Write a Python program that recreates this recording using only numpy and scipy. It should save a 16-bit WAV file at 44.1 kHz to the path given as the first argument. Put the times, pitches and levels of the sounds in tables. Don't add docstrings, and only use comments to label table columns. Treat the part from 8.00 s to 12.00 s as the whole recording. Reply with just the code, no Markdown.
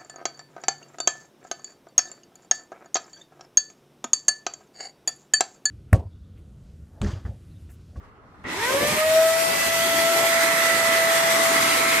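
import sys
import numpy as np
from scipy import signal
from scipy.io import wavfile
from scipy.ndimage import uniform_filter1d

SR = 44100
rng = np.random.default_rng(int(sys.argv[2]) if len(sys.argv) > 2 else 0)


def master(y):
    cut = np.clip(np.atleast_2d(y).T, -1, 1)
    pcm = np.round(cut * 32767)
    wavfile.write(sys.argv[1], SR, pcm.astype(np.int16))


def volts(x):
    e = np.asarray(x, float) / 20
    return 10 ** e


N = 176400

# f/Hz, level/dB
HUM = [(18, -37), (30, -9), (60, 0), (82, -37.5), (118, -9.5), (598, -20.5), (1260, -16), (2540, -33),
       (14300, -55)]
# t/s, level/dB
HUM_RUSTLE = [(0, -3), (.035, 3), (.075, 0), (.12, -3), (.2, -8), (.3, -0.5), (.43, 0)]
# t/s, peak level/dB, f/Hz
SNAPS = [(.439, -40, 7000), (.441, -33, 1100), (.451, -30, 1380), (.455, -25, 280), (.467, -24, 250),
         (.5, -28, 970), (.475, -26, 2000), (.746, -22, 900), (.785, -17, 1500), (.825, -15, 600),
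         (.892, -22, 1200), (2.165, -22, 900), (2.349, -18, 2000)]
# start t/s, length t/s, level/dB, centre f/Hz, width f/Hz
FLAPS = [(0.458, 0.13, -48, 290, 140), (0.45, 0.1, -39.5, 1970, 300), (0.483, 0.092, -42, 950, 220),
         (1.8, 0.36, -45, 300, 180), (0.678, 0.19, -35, 440, 500), (0.805, 0.18, -34.5, 400, 570),
         (0.585, 0.081, -40.5, 950, 210), (2.15, 0.12, -30.5, 740, 830), (2.857, 0.09, -40.5, 270, 86),
         (3.17, 0.97, -44.5, 290, 150), (1.43, 0.62, -51.5, 120, 300), (0.85, 0.122, -48, 146, 150),
         (0.54, .15, -53, 100, 84), (1.43, .2, -49, 310, 160), (2.1, .08, -45, 340, 80),
         (2.29, .07, -32, 6000, 5000), (.97, 0.29, -52.5, 110, 160), (3.3, .4, -37.5, 1180, 430),
         (.88, 0.066, -40.5, 2390, 170)]
# t/s, rush level/dB, leak level/dB, neck resonance f/Hz
AIR = [(.44, -29, -60, 1950), (.48, -30.5, -50, 1950), (.6, -28.5, -42, 2010), (.9, -26.5, -38.5, 2270),
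       (1.05, -28.5, -41, 1980), (1.5, -27, -69, 2000), (2.0, -26.5, -42, 2260), (2.28, -25.5, -33, 2120),
       (2.31, -26.5, -29.5, 1960), (2.8, -26, -31.5, 2000), (3.2, -26, -30, 1860), (3.45, -25, -33, 1940),
       (3.65, -24.5, -30.5, 2080), (4.0, -26.5, -28, 2170)]
# f/Hz, level/dB per Hz
RUSH = [(50, -46), (120, -6), (280, -0.5), (700, 1), (1500, 2), (2500, 2), (5000, -1.5), (14300, -4.5)]
# f/Hz, level/dB per halving of speed
RUSH_LAW = [(60, -6.5), (300, 1), (1000, 1.5), (2000, 2), (4000, 5.5), (8000, 8.5), (14000, 14.5)]
# f/Hz, width f/Hz, level/dB
CASING = [(960, 200, 2), (2000, 500, 3.5), (3400, 600, 1.5), (8300, 2500, 2), (10900, 700, -3),
          (12400, 1200, 1)]
# t/s, order 1 level/dB, order 2 level/dB, order 3 level/dB
WHINE = [(0.47, -56, -61, -49), (0.58, -34, -44, -47), (0.66, -37, -35, -35), (0.76, -27.5, -39.5, -32),
         (0.93, -29.5, -31, -36), (1.03, -21, -38.5, -35), (1.17, -15.5, -36, -36.5),
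         (1.3, -21, -32.5, -34), (1.45, -28.0, -43.0, -34), (1.6, -34, -40.5, -31),
         (1.8, -25.5, -36, -31.5), (2.1, -23.5, -31.5, -36.5), (2.35, -24, -33.5, -35),
         (2.65, -27.5, -32.5, -30), (3.1, -23.5, -35, -29), (3.45, -25.5, -47, -31),
         (3.7, -30.5, -29.5, -36.5), (3.97, -29.5, -37.5, -34)]
# t/s, order 1 level/dB, order 2 level/dB, order 3 level/dB
WHINE_SIDE = [(0.5, -64.3, -65, -63.3), (0.62, -45, -50.6, -48.6), (0.72, -34, -39, -45.6),
              (0.85, -39, -41, -45.1), (1.0, -42.1, -32, -41.0), (1.12, -34, -42, -42.9),
              (1.3, -32.4, -55, -48.5), (1.45, -26.5, -31, -41.8), (1.62, -30.6, -38, -54),
              (1.8, -35.5, -38, -35.0), (2.1, -32, -38.4, -33.2), (2.35, -33, -32, -30),
              (2.6, -40, -33, -28), (2.85, -37.5, -31.2, -30.2), (3.15, -31, -29, -40),
              (3.45, -32, -30.6, -34.8), (3.7, -32, -28, -44), (3.96, -32.4, -31, -33.4)]
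# t/s, order 1 phase/rad, order 2 phase/rad, order 3 phase/rad
SIDE_PHASE = [(.6, 1.8, -.7, -.5), (.85, 1.2, -2.6, -1.1), (1.05, -1.5, -2.8, -1.9), (1.3, 1.1, -3, -2.2),
              (1.65, -.9, -2.9, -2.2), (2.1, -.7, -2.2, -2.1), (2.35, 1.6, -2.8, -3.3),
              (3.15, 1.6, -2.6, -3.5), (3.45, 1.3, -2.1, -5.6), (3.7, 1.4, -4.4, -8.4),
              (3.96, 1.6, -3.6, -7.3)]
HIGH_ORDERS = (4, 5, 7)
# t/s, order 4 level/dB, order 5 level/dB, order 7 level/dB
HIGH_WHINE = [(.5, -60, -58, -57), (.72, -41, -50, -58), (.85, -40, -56, -45), (1.0, -54, -52, -47),
              (1.3, -46, -58, -45), (1.45, -41, -47, -40), (1.62, -39.5, -48, -43),
              (1.8, -47, -44.5, -41.5), (2.1, -43, -46, -45.5), (2.35, -55, -44, -50), (2.6, -44, -50, -54),
              (2.85, -49, -55, -46), (3.15, -58, -58, -49), (3.45, -47, -49, -47), (3.96, -58, -52, -44)]
# f/Hz, width f/Hz, level/dB
STANDING = [(552, 14, 6), (574, 8, -9), (613, 6, -26), (619, 5, 4), (645, 8, 3), (934, 35, 8),
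            (1035, 35, 6), (1096, 25, -5), (1140, 20, 4), (1240, 12, -16), (1255, 6, 16), (1266, 9, -14),
            (1545, 60, 9), (1650, 110, -10)]
# f/Hz, correlation/1
SAME = [(40, .5), (90, .8), (160, .95), (300, .95), (500, .8), (1100, .2), (2300, .25), (5000, .04)]
# f/Hz, level/dB
LEFT_DB = [(300, 0), (690, .5), (1260, -1.5), (2300, -1.5), (4300, .3), (8000, -.5), (13000, .6)]

SWITCH_S, SPIN_UP_S = .44, .004
TOP_HZ, SLOW_HZ, SLOW_S, QUICK_S = 666.7, 310, .28, .1
LOAD_S, LOAD_HZ, SAG_HZ_PER_S = 2.35, 2.5, 1.5
FLUTTER_DB, HIGH_FLUTTER_DB, JITTER_HZ = .7, 1.5, .8
SWEEP_FLUTTER_DB = 1.5
NULL_S, NULL_WIDTH_S, NULL_DB = 1.61, .018, -14
BOOST_DB, BOOST_S, BOOST_WIDTH_S = 15, .64, .05
SHADOW_DB, SHADOW_HZ = -3, 12100
NECK_WIDTH_HZ = 520
NECK_LOW, NECK_LOW_DB, NECK_LOW_WIDTH_HZ = 0.58, -11, 1100
HUM_DB = -49.5
ROOM_T60_S, ROOM_DB = .4, -2
RIPPLE_DB = 1.5
BALLOON_CENTRED = 0.75
LEFT_LAG_S = 2.5 / 44100
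SIDE_GATE_HZ, SIDE_GATE_DB, SIDE_GATE_PATCHY_DB = 470, -12.5, 3.5
MIC_LOW_HZ, EDGE_HZ = 49, 14240


def evened(x):
    return x / np.sqrt(np.mean(x ** 2) + 1e-20)


def read(points, hz):
    f, value = np.transpose(points)
    return np.interp(np.log(hz + 1), np.log(f + 1), value)


def wander(t, lo, hi):
    rates = np.geomspace(lo, hi, num=16)
    return evened(sum(np.sin(2 * np.pi * (f * t + rng.random())) / np.sqrt(f) for f in rates))


def bump(hz, centre, width):
    return 1 / np.sqrt(1 + (2 * (hz - centre) / width) ** 2)


def smeared(x, bins, frames):
    return uniform_filter1d(uniform_filter1d(x, size=bins, axis=0), size=frames, axis=1)


def grid():
    return np.arange(N // 256 + 5) * 256 / SR, np.fft.rfftfreq(1024, 1 / SR)[:, None]


def noise(gain, patchy_db, flicker_db, centred=0):
    t, hz = grid()
    a, b, c, d, p, q = rng.standard_normal((len(t), 513, 6)).T
    field = patchy_db * evened(smeared(p, 10, 10))
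    field += RIPPLE_DB * evened(smeared(q, 3, 40))
    field += flicker_db * wander(t, 4, 30) * np.clip(hz / 3000, 0, 1)
    same = np.clip(np.maximum(read(SAME, hz), centred), -1, 1)
    pan = read(LEFT_DB, hz) / 2
    left = a + 1j * b
    right = same * left + np.sqrt(1 - same ** 2) * (c + 1j * d)
    lag = np.exp(-2j * np.pi * hz * LEFT_LAG_S)
    z = np.array([left * volts(pan) * lag, right * volts(-pan)])
    return signal.istft(z * gain * volts(field) / 12, nperseg=1024, noverlap=768)[1][:, :N]


def room_tone():
    t, hz = grid()
    rustle = np.interp(t, *np.transpose(HUM_RUSTLE)) * np.clip(hz / 5000, 0, 1)
    return volts(HUM_DB) * evened(noise(volts(read(HUM, hz) + rustle), patchy_db=1.0, flicker_db=.8))


def snaps():
    t, out = np.arange(400) / SR, np.zeros(N)
    for s, db, hz in SNAPS:
        at = round(s * SR)
        out[at:at + 400] += volts(db) * np.exp(-t * hz * 1.8) * np.sin(2 * np.pi * hz * t)
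    lag = np.arange(SR // 2) / SR
    tail = rng.standard_normal((2, SR // 2)) * volts(-60 * lag / ROOM_T60_S) * (lag > .004)
    tail = tail / np.linalg.norm(tail[0])
    return out + volts(ROOM_DB) * signal.fftconvolve(out[None], tail, axes=1)[:, :N]


def flaps():
    t, hz = grid()
    gain = 0
    for start, length, db, centre, width in FLAPS:
        u = np.clip((t - start) / length, 0, 1)
        swell = np.sin(np.pi * u) ** .4
        gain = gain + volts(db) * evened(bump(hz, centre, width) ** 3) * swell
    return noise(gain, patchy_db=2.5, flicker_db=2.5, centred=BALLOON_CENTRED)


def leak():
    t, hz = grid()
    s, _, level_db, neck = np.transpose(AIR)
    neck = np.interp(t, s, neck)
    main_mode = bump(hz, neck, NECK_WIDTH_HZ) ** 2
    low_mode = volts(NECK_LOW_DB) * bump(hz, NECK_LOW * neck, NECK_LOW_WIDTH_HZ) ** 2
    gain = evened(main_mode + low_mode) * volts(np.interp(t, s, level_db))
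    return noise(gain, patchy_db=.5, flicker_db=.8, centred=BALLOON_CENTRED)


def speed(t):
    u = np.maximum(t - SWITCH_S, 0)
    run = TOP_HZ - SLOW_HZ * np.exp(-u / SLOW_S) - (TOP_HZ - SLOW_HZ) * np.exp(-u / QUICK_S)
    return run - LOAD_HZ / (1 + np.exp(-(t - LOAD_S) * 20)) - SAG_HZ_PER_S * np.maximum(t - LOAD_S, 0)


def rush():
    t, hz = grid()
    s, level_db = np.transpose(AIR)[:2]
    ducts = sum(db * bump(hz, f, w) ** 2 for f, w, db in CASING)
    colour = volts(read(RUSH, hz) + ducts)
    law = read(RUSH_LAW, hz) * np.log2(np.clip(speed(t - .006) / TOP_HZ, .05, 1))
    grown = np.clip(t - LOAD_S + .5, 0, 1)
    shadow = SHADOW_DB * grown / (1 + (SHADOW_HZ / (hz + 1)) ** 8)
    gain = evened(colour) * volts(law + shadow + np.interp(t, s, level_db))
    return noise(gain, patchy_db=1.0, flicker_db=0.87)


def whine():
    t = np.arange(N) / SR
    shaft = speed(t)
    jitter = JITTER_HZ * np.interp(t, t[::200], wander(t[::200], 1, 25.05))
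    turn = 2 * np.pi * np.cumsum(shaft + jitter) / SR
    climbing = SWEEP_FLUTTER_DB * (1 - shaft / TOP_HZ) ** .5

    def flutter(db):
        return (db + climbing) * np.interp(t, t[::200], wander(t[::200], 1.565, 30))

    mid, side, out = np.transpose(WHINE), np.transpose(WHINE_SIDE), np.zeros((2, N))
    apart, high = np.transpose(SIDE_PHASE), np.transpose(HIGH_WHINE)
    for k in range(1, 4):
        mid_db = np.interp(t, mid[0], mid[k]) + flutter(FLUTTER_DB)
        mid_db += sum(db * bump(k * shaft, f, w) ** 2 for f, w, db in STANDING)
        if k == 1:
            mid_db += NULL_DB * np.exp(-((t - NULL_S) / NULL_WIDTH_S) ** 2)
        side_db = np.interp(t, side[0], side[k]) + flutter(FLUTTER_DB)
        m = volts(mid_db) * np.cos(k * turn)
        s = volts(side_db) * np.cos(k * turn + np.interp(t, apart[0], apart[k]))
        out += np.array([m + s, m - s])
    for row, order in enumerate(HIGH_ORDERS):
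        db = np.interp(t, high[0], high[row + 1])
        if row == 0:
            db += BOOST_DB * np.exp(-((t - BOOST_S) / BOOST_WIDTH_S) ** 2)
        for port in range(2):
            out[port] += volts(db + flutter(HIGH_FLUTTER_DB)) * np.cos(order * turn + row * port)
    return np.sqrt(2) * out * (t > SWITCH_S)


def scene():
    powered = np.clip((np.arange(N) / SR - SWITCH_S) / SPIN_UP_S, 0, 1)
    return powered * (whine() + rush() + leak() + flaps()) + snaps() + room_tone()


def joint_bass(x):
    mid_side = np.array([x[0] + x[1], x[0] - x[1]]) / 2
    hz, _, (mid, side) = signal.stft(mid_side, SR, nperseg=2048, noverlap=1024)
    power = smeared(abs(side) ** 2, 5, 2)
    ground = np.exp(uniform_filter1d(np.log(abs(mid[10:140]) ** 2 + 1e-20).mean(0), size=5))
    chance = rng.standard_normal(power.T.shape).T
    patches = SIDE_GATE_PATCHY_DB * evened(smeared(chance, 5, 3))
    weak = (power < ground * volts(2 * (SIDE_GATE_DB + patches))) & (hz[:, None] < SIDE_GATE_HZ)
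    lost = signal.istft(side * weak, SR, nperseg=2048, noverlap=1024)[1][:N]
    return x - np.array([lost, -lost])


def low_pass(x):
    return signal.sosfilt(signal.butter(12, 14270, fs=SR, output="sos"), x)


def record(dry):
    bass_cut = signal.butter(3, MIC_LOW_HZ, "high", fs=SR, output="sos")
    thin = signal.sosfilt(bass_cut, dry)
    edge = signal.firwin(511, EDGE_HZ, window=("kaiser", 9), fs=SR)
    mix = joint_bass(signal.oaconvolve(thin, edge[None], "same"))
    return low_pass(mix)


dry = scene()
out = record(dry)
master(out)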